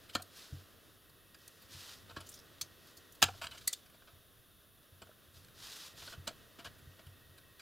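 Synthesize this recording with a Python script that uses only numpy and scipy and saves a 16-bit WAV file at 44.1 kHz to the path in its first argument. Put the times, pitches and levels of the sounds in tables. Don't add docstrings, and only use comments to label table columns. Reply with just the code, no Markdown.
import sys
import numpy as np
from scipy import signal
from scipy.fft import rfft, irfft
from scipy.io import wavfile

SR = 44100
rng = np.random.default_rng(int(sys.argv[2]) if len(sys.argv) > 2 else 0)


def undo_db(level):
    steps = np.asarray(level, float) / 20
    return 10 ** steps


def to_wav(s):
    ch = np.atleast_2d(s).T
    pcm = np.round(np.clip(ch, -1, 1) * 32767)
    wavfile.write(sys.argv[1], SR, pcm.astype(np.int16))


N = 335601


def rms_one(x):
    return x / np.sqrt(np.mean(x ** 2) + 1e-20)


def peak_one(x):
    return x / np.max(np.abs(x))


def band(x, low_hz, high_hz, order):
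    return signal.sosfilt(signal.butter(order, [low_hz, high_hz], "band", fs=SR, output="sos"), x)


def on_log_pitch(hz, curve):
    curve_hz, values = np.transpose(curve)
    return np.interp(np.log(hz), np.log(curve_hz), values)


def coloured(x, spectrum):
    size = x.shape[-1]
    hz = np.fft.rfftfreq(size, 1 / SR) + 1
    return rms_one(irfft(rfft(x) * undo_db(on_log_pitch(hz, spectrum)), size))


def drift(rate_hz):
    r = np.exp(-80 * np.pi * rate_hz / SR)
    settle = 2000
    white = rng.standard_normal(N // 40 + settle + 2)
    slow = signal.lfilter([1], [1, -2 * r, r * r], white)[settle:]
    return np.interp(np.arange(N) / 40, np.arange(len(slow)), rms_one(slow))


def swells(rows, edge_db):
    out, s = np.zeros(N), np.arange(N) / SR
    for start, rise, hold, fall, db in rows:
        corners = start + np.cumsum(np.abs([0, rise, hold, fall]))
        from_ends = np.minimum(s - corners[0], corners[-1] - s)
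        contact = np.clip(from_ends / .006, 0, 1)
        out += contact * undo_db(db - edge_db * np.interp(s, corners, [1, 0, 0, 1]))
    return out


def ring(clicks, hz, t60):
    r, w = undo_db(-60 / (t60 * SR)), 2 * np.pi * hz / SR
    return signal.lfilter([0, np.sin(w)], [1, -2 * r * np.cos(w), r * r], clicks + 1e-18)


# (f/Hz, likeness/1)
LIKENESS = [(30, 0.38), (90, 1), (180, 0.13), (380, 0.77), (950, 0.58), (1500, 0.995), (2400, 0.9945),
            (3500, 1)]


def stereo_white():
    hz = np.fft.rfftfreq(N, 1 / SR) + 1
    alike = np.clip(on_log_pitch(hz, LIKENESS), -1, 1)
    mid, side = rfft(rng.standard_normal((2, N)))
    return irfft(np.sqrt(1 + alike) * mid + np.sqrt(1 - alike) * side * [[1], [-1]], N)


# (t/s, level/dB at the height of the lean)
LEANS = [
    (0.0, -72.5),
    (0.68, -72.5),
    (2.138, -60.5),
    (3.4, -57.5),
    (4.2, -72),
    (5.5, -65),
    (6.21, -60),
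    (6.7, -62),
    (7.25, -66),
]


def rumble():
    rest_db, rise_s, fall_s = -73, 0.29, 0.285
    lumps_db = 1.8 * drift(9)
    colour = [(15, -12.5), (40, -10.0), (70, -5.5), (100, -3.0), (140, -7.5), (220, -15.5), (400, -54.0)]
    low = coloured(stereo_white(), colour)
    leans = swells([(s - rise_s, rise_s, 0, fall_s, db) for s, db in LEANS], edge_db=18.0)
    return (undo_db(rest_db) + 0.408 * leans) * undo_db(lumps_db + 2.0) * low


# (start t/s, rise/s, hold/s, fall/s, level/dB)
BLADE_SPELLS = [
    (-0.2, 0.18, .45, .3, -80),
    (1.0, 0.28, 1.7, .45, -74),
    (5.55, .3, 1.8, .2, -72),
]
# (f/Hz, width/Hz, level/dB)
WHISTLES = [(1092.3, 100, -86), (2629, 45, -87), (3400, 110, -82.5), (3651, 120, -80), (3596, 700, -82)]


def fan():
    blade = undo_db(-90.5) + 0.64 * swells(BLADE_SPELLS, edge_db=7.0)
    white = stereo_white()

    def whistle(hz, width_hz):
        return rms_one(band(white, hz - width_hz / 2, hz + width_hz / 2, order=2))

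    out = blade * whistle(1885, 75)
    out += blade * undo_db(-9) * whistle(2620, 97)
    for hz, width_hz, db in WHISTLES:
        out += undo_db(db + drift(0.5)) * whistle(hz, width_hz)
    return out


# (t/s, level/dB)
AIR = [
    (0.0, -64.5),
    (0.7, -65),
    (1.1, -69.5),
    (2.0, -64),
    (3.4, -65.5),
    (4.7, -70.5),
    (6.1, -64),
    (7.61, -68.5),
]
# (f/Hz, level/dB per Hz)
AIR_COLOUR = [(90, -41), (150, -4), (200, -5), (330, -4), (650, -7.5), (850, -16.5), (1200, -9),
              (1700, -10.5), (2300, -19), (3000, -12), (4200, -15.5), (6000, -19.5), (9000, -25),
              (12000, -56)]
# (f/Hz, level/dB per Hz)
HISS = [(4710, -22), (8000, -18.5), (8860, -8), (9630, 3.5), (11500, 2), (12500, 3.5), (15100, 2),
        (15800, -1.5)]


def air():
    air_s, level_db = np.transpose(AIR)
    air_db = np.interp(np.arange(N) / SR, air_s, level_db)
    room_air = undo_db(air_db + 2.0 + 0.54 * drift(9.6)) * coloured(stereo_white(), AIR_COLOUR)
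    hiss = undo_db(-68.5) * coloured(stereo_white(), HISS)
    return room_air + fan() + hiss


# (start t/s, rise/s, hold/s, fall/s, level/dB of the rub)
STROKES = [(0.0, 0.009, 0.052, .02, -64), (0.125, 0.0318, .001, .002, -41.5),
           (0.29, 0.0706, 0.065, 0.245, -50), (1.38, 0.0081, 0.276, 0.021, -61.5),
           (1.68, 0.0407, 0.197, 0.128, -47.5), (2.24, 0.011, 0.137, 0.0098, -60.5),
           (2.75, 0.135, 0.0092, 0.078, -57.5), (3.245, .002, .01, 0.116, -48.5),
           (3.33, 0.0462, 0.011, 0.042, -54.5), (3.48, 0.0347, 0.137, 0.034, -56.5),
           (3.69, .002, .03, 0.154, -56.5), (5.32, 0.034, 0.021, 0.127, -56.5),
           (5.54, 0.0934, 0.2416, 0.0633, -45.5), (5.95, 0.0321, 0.1493, 0.0305, -48),
           (6.585, .002, .006, 0.026, -52.5), (6.64, 0.0051, 0.0052, 0.044, -47)]
# (f/Hz, level/dB per Hz)
RUB = [(1060, -36.5), (1800, -52.5), (2300, -12.5), (3310, -5.5), (5030, -6), (8590, -15.5), (9940, -15),
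       (14300, -18.5), (15800, -28)]
# (f/Hz, level/dB per Hz)
SCUFF = [(500, -17.5), (800, -10.5), (1400, -6), (2000, -7), (2800, -32.5)]


def slides():
    unevenness_db = 4.0 * rng.standard_normal((2, N)) + 1.2 * drift(79)
    grains = rng.standard_normal((2, N)) * undo_db(unevenness_db)
    rub, scuff = coloured(grains[0], RUB), coloured(grains[1], SCUFF)
    return swells(STROKES, edge_db=17.5) * undo_db(-6.5) * (rub + undo_db(-9.5) * scuff)


# (f/Hz, level/dB, t60/s)
CASE = [(285, -9, .045), (480, -26, .025), (690, 0, .03), (940, -4, .025), (1090, -6, .025),
        (1290, -3, .025)]


def case_rung(contacts, luck_db):
    boom = sum(undo_db(g + r) * ring(contacts, hz, t60) for (hz, g, t60), r in zip(CASE, luck_db))
    return band(boom, 198, 1620, order=2)


def modes_rung(contacts, modes, hz, focus_db, luck_db):
    body = 0
    for (mode_hz, width_hz, g), r in zip(modes, luck_db):
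        far_db = focus_db * np.log2(mode_hz / hz) ** 2
        height = undo_db(g + r - far_db) * width_hz
        body = body + height * ring(contacts, mode_hz, .85 / width_hz)
    spot = undo_db(36.5) * ring(contacts, hz, 40.2 / hz)
    return band(body + spot, 1350, 15000, order=3)


def taps(events, modes, boom_db, boom_loss, crack_db, crack_loss, focus_db, crack_low_hz, crack_top_hz, floor=0):
    light_tap_db = -45
    out, size = np.zeros(N + SR), SR // 5
    t = np.arange(size) / SR
    for s, db, hz, t60 in events:
        stronger_db = db - light_tap_db
        build_up = (1 - np.exp(-t / (.09 * t60))) ** 2
        shape = undo_db(-60 * t / t60) * build_up
        contacts = shape * rng.standard_normal(size) * undo_db(5.76 * rng.standard_normal(size))
        luck_db = rng.normal(0, 3, len(modes) + len(CASE))
        tick = modes_rung(contacts, modes, hz, focus_db, luck_db)
        if floor:
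            tick = band(tick, floor * hz, 18000, order=2)
        crack = band(contacts * undo_db(-30 * t / t60), crack_low_hz, crack_top_hz, order=2)
        boom = case_rung(contacts, luck_db[::-1])
        layers = peak_one(tick)
        layers = layers + undo_db(crack_db - crack_loss * stronger_db) * peak_one(crack)
        layers = layers + undo_db(boom_db - boom_loss * stronger_db) * peak_one(boom)
        at = round((s - .05 * t60) * SR)
        out[at:at + size] += undo_db(db) * layers
    return out[:N]


# (t/s, peak level/dB, brightest f/Hz, rattle t60/s)
BOARD_TAPS = [(0.092, -43, 4020, 0.06), (1.3452, -46, 1670, 0.0244), (2.612, -34, 1477, 0.01577),
              (3.4688, -33.5, 3160, 0.015), (3.5118, -42.5, 3010, 0.0454), (3.5752, -44.5, 2950, 0.044),
              (3.611, -49.5, 3840, 0.04), (3.859, -52.5, 2670, 0.048), (3.8988, -55, 2730, 0.0206),
              (5.3366, -64.5, 5225, 0.066), (5.445, -48.5, 4320, 0.0222), (5.484, -51, 1450, 0.0175),
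              (6.7855, -52.5, 3480, 0.055), (7.0658, -52.5, 3100, 0.029), (7.379, -50.5, 4000, 0.051),
              (7.595, -44.5, 4660, 0.0435)]
# (f/Hz, width/Hz, level/dB)
BOARD = [(1535, 60, -1), (1660, 50, -5), (1765, 50, -4), (2370, 45, -6), (2560, 75, -3), (3055, 60, 1),
         (3350, 70, -3), (3700, 70, -7), (3935, 80, -3), (4300, 70, -6), (4610, 50, 0), (4930, 65, -4),
         (5600, 110, -11), (6100, 90, -11), (6740, 60, -7), (7200, 70, -7), (7540, 60, -3), (8100, 60, -9)]


def board_taps():
    return taps(BOARD_TAPS, BOARD, boom_db=-40, boom_loss=-1.5, crack_db=-4.5, crack_loss=0.5,
                focus_db=0.0, crack_low_hz=7100, crack_top_hz=13450)


# (t/s, peak level/dB, f/Hz, chatter/s)
PINGS = [(0.094, -48.5, 3003, 0.0113), (0.134, -50, 3000, 0.017), (0.1525, -26, 4072, 0.00465),
         (0.198, -49, 714, 0.0122), (3.417, -44, 1408, 0.0091), (3.439, -45, 3060, 0.0118),
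         (3.4697, -38.5, 2956, 0.00445), (3.469, -40, 4100, 0.0045), (3.51, -47, 4110, 0.0154),
         (3.512, -48, 3000, .03), (3.576, -47.5, 2980, 0.0092), (3.578, -50.5, 6500, .012),
         (3.612, -54, 3850, 0.0142), (6.586, -49.5, 3010, 0.025), (6.589, -54, 4570, 0.0257),
         (6.645, -44, 2910, 0.0056), (6.652, -53.5, 4590, 0.021), (6.655, -49, 2970, 0.0264),
         (0.53, -52, 288.8, 0.0084), (2.0974, -52.5, 4300, 0.0058), (2.202, -50, 3000, 0.0081),
         (2.205, -46.5, 10400, .008), (2.2895, -40, 7300, 0.00347), (2.2895, -46.5, 9500, 0.0031),
         (2.326, -47.5, 5600, .006), (2.339, -45, 5500, 0.0053), (2.371, -50, 5020, 0.0125),
         (2.389, -48, 5210, 0.0032), (2.395, -51, 5700, .008), (6.02, -44, 3000, 0.0058),
         (6.0753, -39, 4180, 0.0046), (6.075, -48, 1510, 0.0045), (6.123, -45.5, 1520, 0.00985),
         (6.275, -37.5, 6880, 0.0063), (6.274, -34.5, 4600, 0.0062), (3.226, -21, 1610, 0.00485),
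         (3.226, -24, 6060, 0.0055), (3.256, -46, 3100, 0.0072), (3.284, -38, 782, 0.0098),
         (3.301, -49.5, 6600, 0.0039), (2.6134, -32, 5990, 0.007), (2.623, -40, 6230, 0.0083),
         (2.6135, -32.5, 12660, 0.0041), (2.582, -53.5, 3700, 0.00335), (3.73, -28.5, 6950, 0.0032),
         (3.6796, -30, 4390, 0.0034), (3.677, -22.5, 8210, 0.003), (3.686, -45.5, 4390, 0.0165),
         (3.729, -37, 3450, 0.0103), (0.2207, -47.5, 8640, 0.0039)]


def pings():
    out, size = np.zeros(N + SR), SR // 10
    t = np.arange(size) / SR
    for s, db, hz, chatter_s in PINGS:
        burst = np.sin(np.pi * np.clip(t / chatter_s, 0, 1)) ** .5
        contacts = rng.standard_normal(size) * burst
        at = round(s * SR)
        out[at:at + size] += undo_db(db) * peak_one(ring(contacts, hz, 34.6 / hz))
    return out[:N]


# (t/s, peak level/dB)
THUDS = [(0.147, -45.5), (0.522, -39), (1.743, -48), (2.168, -44.5), (2.62, -56.5), (2.97, -60.5),
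         (3.23, -36.5), (4.13, -58.5), (4.92, -56), (5.021, -57), (5.279, -56), (5.365, -53), (6.021, -59),
         (6.175, -43.5), (6.654, -53), (6.819, -56), (6.868, -46.5), (7.063, -47.5), (7.291, -53.5)]
# (f/Hz, level/dB, t60/s)
TABLE = [(62, -19.5, 0.18), (93.63, -4, 0.306), (133.54, 0.5, 0.1), (200, -9, 0.11)]


def thuds():
    s, db = np.transpose(THUDS)
    out, at = np.zeros(N), (s * SR).round().astype(int)
    for hz, level_db, t60 in TABLE:
        pushes = np.zeros(N)
        luck_db = rng.normal(0, 2, len(at))
        pushes[at] = undo_db(db + level_db + 3.0 + luck_db)
        out += ring(pushes, hz, t60)
    push = np.hanning(round(0.00729 * SR))
    return band(np.convolve(out, push / push.sum())[:N], 68, 390, order=2)


# (t/s, peak level/dB)
HARD_BLOWS = [(3.2205, -18.5), (3.2255, -12.5), (3.2266, -7), (3.228, -14.5), (3.2302, -16), (3.2335, -16),
              (3.238, -19.5), (3.2405, -16.5), (3.243, -26), (0.1515, -24), (0.1536, -31), (0.156, -28),
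              (0.1605, -34), (0.167, -37)]
# (f/Hz, width/Hz, level/dB)
SOCKET = [(702.6, 26.9, -4), (1306, 120, -1.5), (2589, 32.1, -2), (3051, 70, 0), (3317, 28, -5),
          (3913, 23, -5.5), (4600, 38, -8.5), (4985, 36, -5.5), (5700, 110, -8.5), (6500, 39, -4.5),
          (7528, 52, -2), (9270, 29, -16), (9380, 110, -15), (10400, 38, -21)]


def hard_blows():
    s, db = np.transpose(HARD_BLOWS)
    out, at = np.zeros(N), (s * SR).round().astype(int)
    luck_db = rng.normal(0, 2, (len(s), len(SOCKET)))
    for k, (hz, width_hz, level_db) in enumerate(SOCKET):
        blows = np.zeros(N)
        blows[at] = undo_db(db + level_db - 9.5 + luck_db[:, k]) * (-1) ** k
        out += ring(blows, hz, .55 / width_hz)
    t = np.arange(SR // 100) / SR
    for i, level_db in zip(at, db):
        noise = rng.standard_normal(len(t)) * undo_db(-60 * t / .004)
        crack = band(noise, 1000, 13000, order=1)
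        out[i:i + len(t)] += undo_db(level_db - 3) * peak_one(crack)
    return out


# (t/s, peak level/dB, brightest f/Hz, rattle t60/s)
CASE_TAPS = [(0.152, -24, 1397, 0.0308), (0.1647, -41.5, 1630, 0.0283), (0.1944, -49, 1360, 0.061),
             (2.094, -45, 4080, 0.047), (2.1078, -46, 1560, 0.0393), (2.1639, -35.5, 1657, 0.0616),
             (2.2029, -43.5, 4520, 0.0804), (3.2834, -36, 1520, 0.0264), (3.34, -53, 1430, 0.046),
             (3.9427, -56.5, 4200, 0.04), (4.0202, -54.5, 1650, 0.029), (4.074, -51.5, 1300, 0.065),
             (5.0187, -42, 4370, 0.0403), (5.0693, -58.5, 1510, 0.039), (5.113, -57.5, 1510, 0.0166),
             (5.3648, -66.5, 3700, 0.03), (6.0196, -46.5, 3530, 0.059), (6.0755, -43, 1553, 0.034),
             (6.1283, -44, 1480, 0.076), (6.272, -28.5, 3486, 0.0501), (6.287, -41.5, 3120, 0.0393),
             (6.5863, -46.5, 3080, 0.097), (6.6474, -43, 2920, 0.0237), (6.655, -39, 1589, 0.0584),
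             (6.9916, -51, 3000, 0.0396)]


def case_taps():
    return taps(CASE_TAPS, BOARD, boom_db=-4.5, boom_loss=0.25, crack_db=-22.5, crack_loss=1.44,
                focus_db=3.0, crack_low_hz=5560, crack_top_hz=13100)


# (t/s, peak level/dB, f/Hz)
KNOCKS = [
    (0.153, -36, 717),
    (0.156, -33, 281),
    (0.197, -54.5, 652),
    (2.169, -43, 303),
    (2.515, -59, 625),
    (3.229, -32, 290.8),
    (5.024, -54.5, 290),
    (5.093, -51, 607),
    (6.309, -49, 637),
    (6.589, -47.5, 276),
]


def knocks():
    out = np.zeros(N)
    for s, db, hz in KNOCKS:
        push = np.zeros(N)
        push[round(s * SR)] = undo_db(db + 1.5)
        out += ring(push, hz, 0.0394) + undo_db(-8.5) * ring(push, 0.793 * hz, 0.037)
    return band(out, 200, 1000, order=1)


# (t/s, peak level/dB, brightest f/Hz, rattle t60/s)
TICKS = [(0.22, -39.5, 8600, 0.0275), (0.2216, -38.5, 4710, 0.0222), (0.37, -44, 5600, 0.041),
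         (1.0964, -56, 3240, 0.026), (1.4779, -39, 6340, 0.021), (1.6185, -54.5, 4190, 0.061),
         (2.264, -45, 4930, 0.078), (2.29, -42, 7360, 0.05), (2.3154, -46, 6700, 0.059),
         (2.3394, -45.5, 5560, 0.079), (2.3873, -46, 5470, 0.068), (2.6119, -25.5, 4600, 0.0411),
         (2.8692, -54.5, 3400, 0.029), (2.9693, -44.5, 5130, 0.053), (6.273, -37, 5600, 0.049),
         (3.1212, -48.5, 6900, 0.04), (3.149, -55, 3320, 0.041), (3.6745, -25, 4460, 0.048),
         (3.6765, -30, 1984, 0.0156), (3.676, -17, 8000, 0.02), (3.7285, -28, 6450, 0.0292),
         (3.7322, -30.5, 3660, 0.037)]
# (f/Hz, width/Hz, level/dB)
STEEL = [(1700, 150, -12), (2050, 180, -9), (2800, 90, -14), (3800, 120, -6), (4290, 70, 2), (4610, 70, 2),
         (5300, 150, -6), (6130, 160, -4), (6550, 130, -4), (6860, 100, -3), (7420, 110, -6),
         (8200, 330, -2), (8890, 120, -7), (9460, 80, 0), (10300, 160, -5), (10700, 170, -8)]


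def steel_ticks():
    return taps(TICKS, STEEL, boom_db=-31, boom_loss=2, crack_db=-2.5, crack_loss=0.41,
                focus_db=17.0, crack_low_hz=9490, crack_top_hz=16600, floor=1)


# (t/s, peak level/dB, brightest f/Hz, rattle t60/s)
SNAP = [
    (3.2195, -18.5, 1400, 0.045),
    (3.2255, -14, 3130, 0.03),
    (3.2365, -21.5, 2590, 0.03),
]


def snap():
    return taps(SNAP, BOARD, boom_db=1.4, boom_loss=0.66, crack_db=1.4, crack_loss=0.17,
                focus_db=1.5, crack_low_hz=5600, crack_top_hz=16040)


# (start t/s, rise/s, hold/s, fall/s, level/dB)
DRAG = [
    (3.411, 0.0044, 0.031, 0.048, -44.5),
    (3.5, 0.0326, 0.0253, 0.034, -59),
]


def drag():
    struck = rng.random(N) < 7000 / SR
    contacts = struck * rng.standard_normal(N) * undo_db(.3 * drift(70))
    board = rms_one(modes_rung(contacts, BOARD, 2870, 0.69, np.zeros(len(BOARD))))
    case = rms_one(band(case_rung(contacts, np.zeros(len(CASE))), 757, 1340, order=1))
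    hiss = rms_one(band(contacts, 12000, 15500, order=1))
    return swells(DRAG, edge_db=26) * (board + undo_db(-4.5) * case + undo_db(-19) * hiss)


def near_echoes(hits, side_db):
    t = np.arange(SR // 100) / SR
    echo = rng.standard_normal(len(t)) * undo_db(-60 * t / 0.01)
    side = signal.fftconvolve(hits, echo / np.sqrt(np.sum(echo ** 2)))[:N]
    return undo_db(side_db) * band(side, 900, 16000, order=1) * [[1], [-1]]


def room(x):
    t60_s, tail_db = 0.149, -18
    t = np.arange(SR // 2) / SR
    tail = rng.standard_normal(len(t)) * undo_db(-60 * t / t60_s) * (t > .006)
    tail = signal.lfilter([1], [1, -.6], tail)
    answer = undo_db(tail_db) * tail / np.sqrt(np.sum(tail ** 2))
    answer[0] = 1
    return signal.fftconvolve(x, answer)[:N]


def scene():
    background = rumble() + air()
    handling = slides() + thuds() + knocks() + drag()
    hits = board_taps() + case_taps() + steel_ticks() + snap()
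    blows = hard_blows()
    sideways = near_echoes(hits, side_db=-23.0) + near_echoes(blows, side_db=-12)
    return room(hits + blows + pings() + handling) + sideways + background


def band_limit(x):
    return signal.sosfilt(signal.butter(12, 16650, fs=SR, output="sos"), x)


# (f/Hz, level/dB)
PORTS = [(100, -24), (1500, -17), (2200, -28), (6700, -32), (7000, -10), (9000, -10), (9300, -40),
         (16000, -40)]


def record(dry):
    t = np.arange(SR // 50) / SR
    scatter = rng.standard_normal(len(t)) * undo_db(-60 * t / .03)
    scatter = scatter / np.sqrt(np.sum(scatter ** 2))
    hz = np.fft.rfftfreq(N, 1 / SR) + 1
    share = undo_db(on_log_pitch(hz, PORTS))
    side = irfft(rfft(dry.mean(axis=0)) * rfft(scatter, N) * share, N)
    balance_db = -0.0268 * np.array([[.5], [-.5]])
    ports = (dry + side * [[1], [-1]]) * undo_db(balance_db)
    cut = signal.sosfilt(signal.cheby2(12, 70, 17000, fs=SR, output="sos"), ports)
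    return band_limit(cut)


dry = scene()
out = record(dry)
to_wav(out)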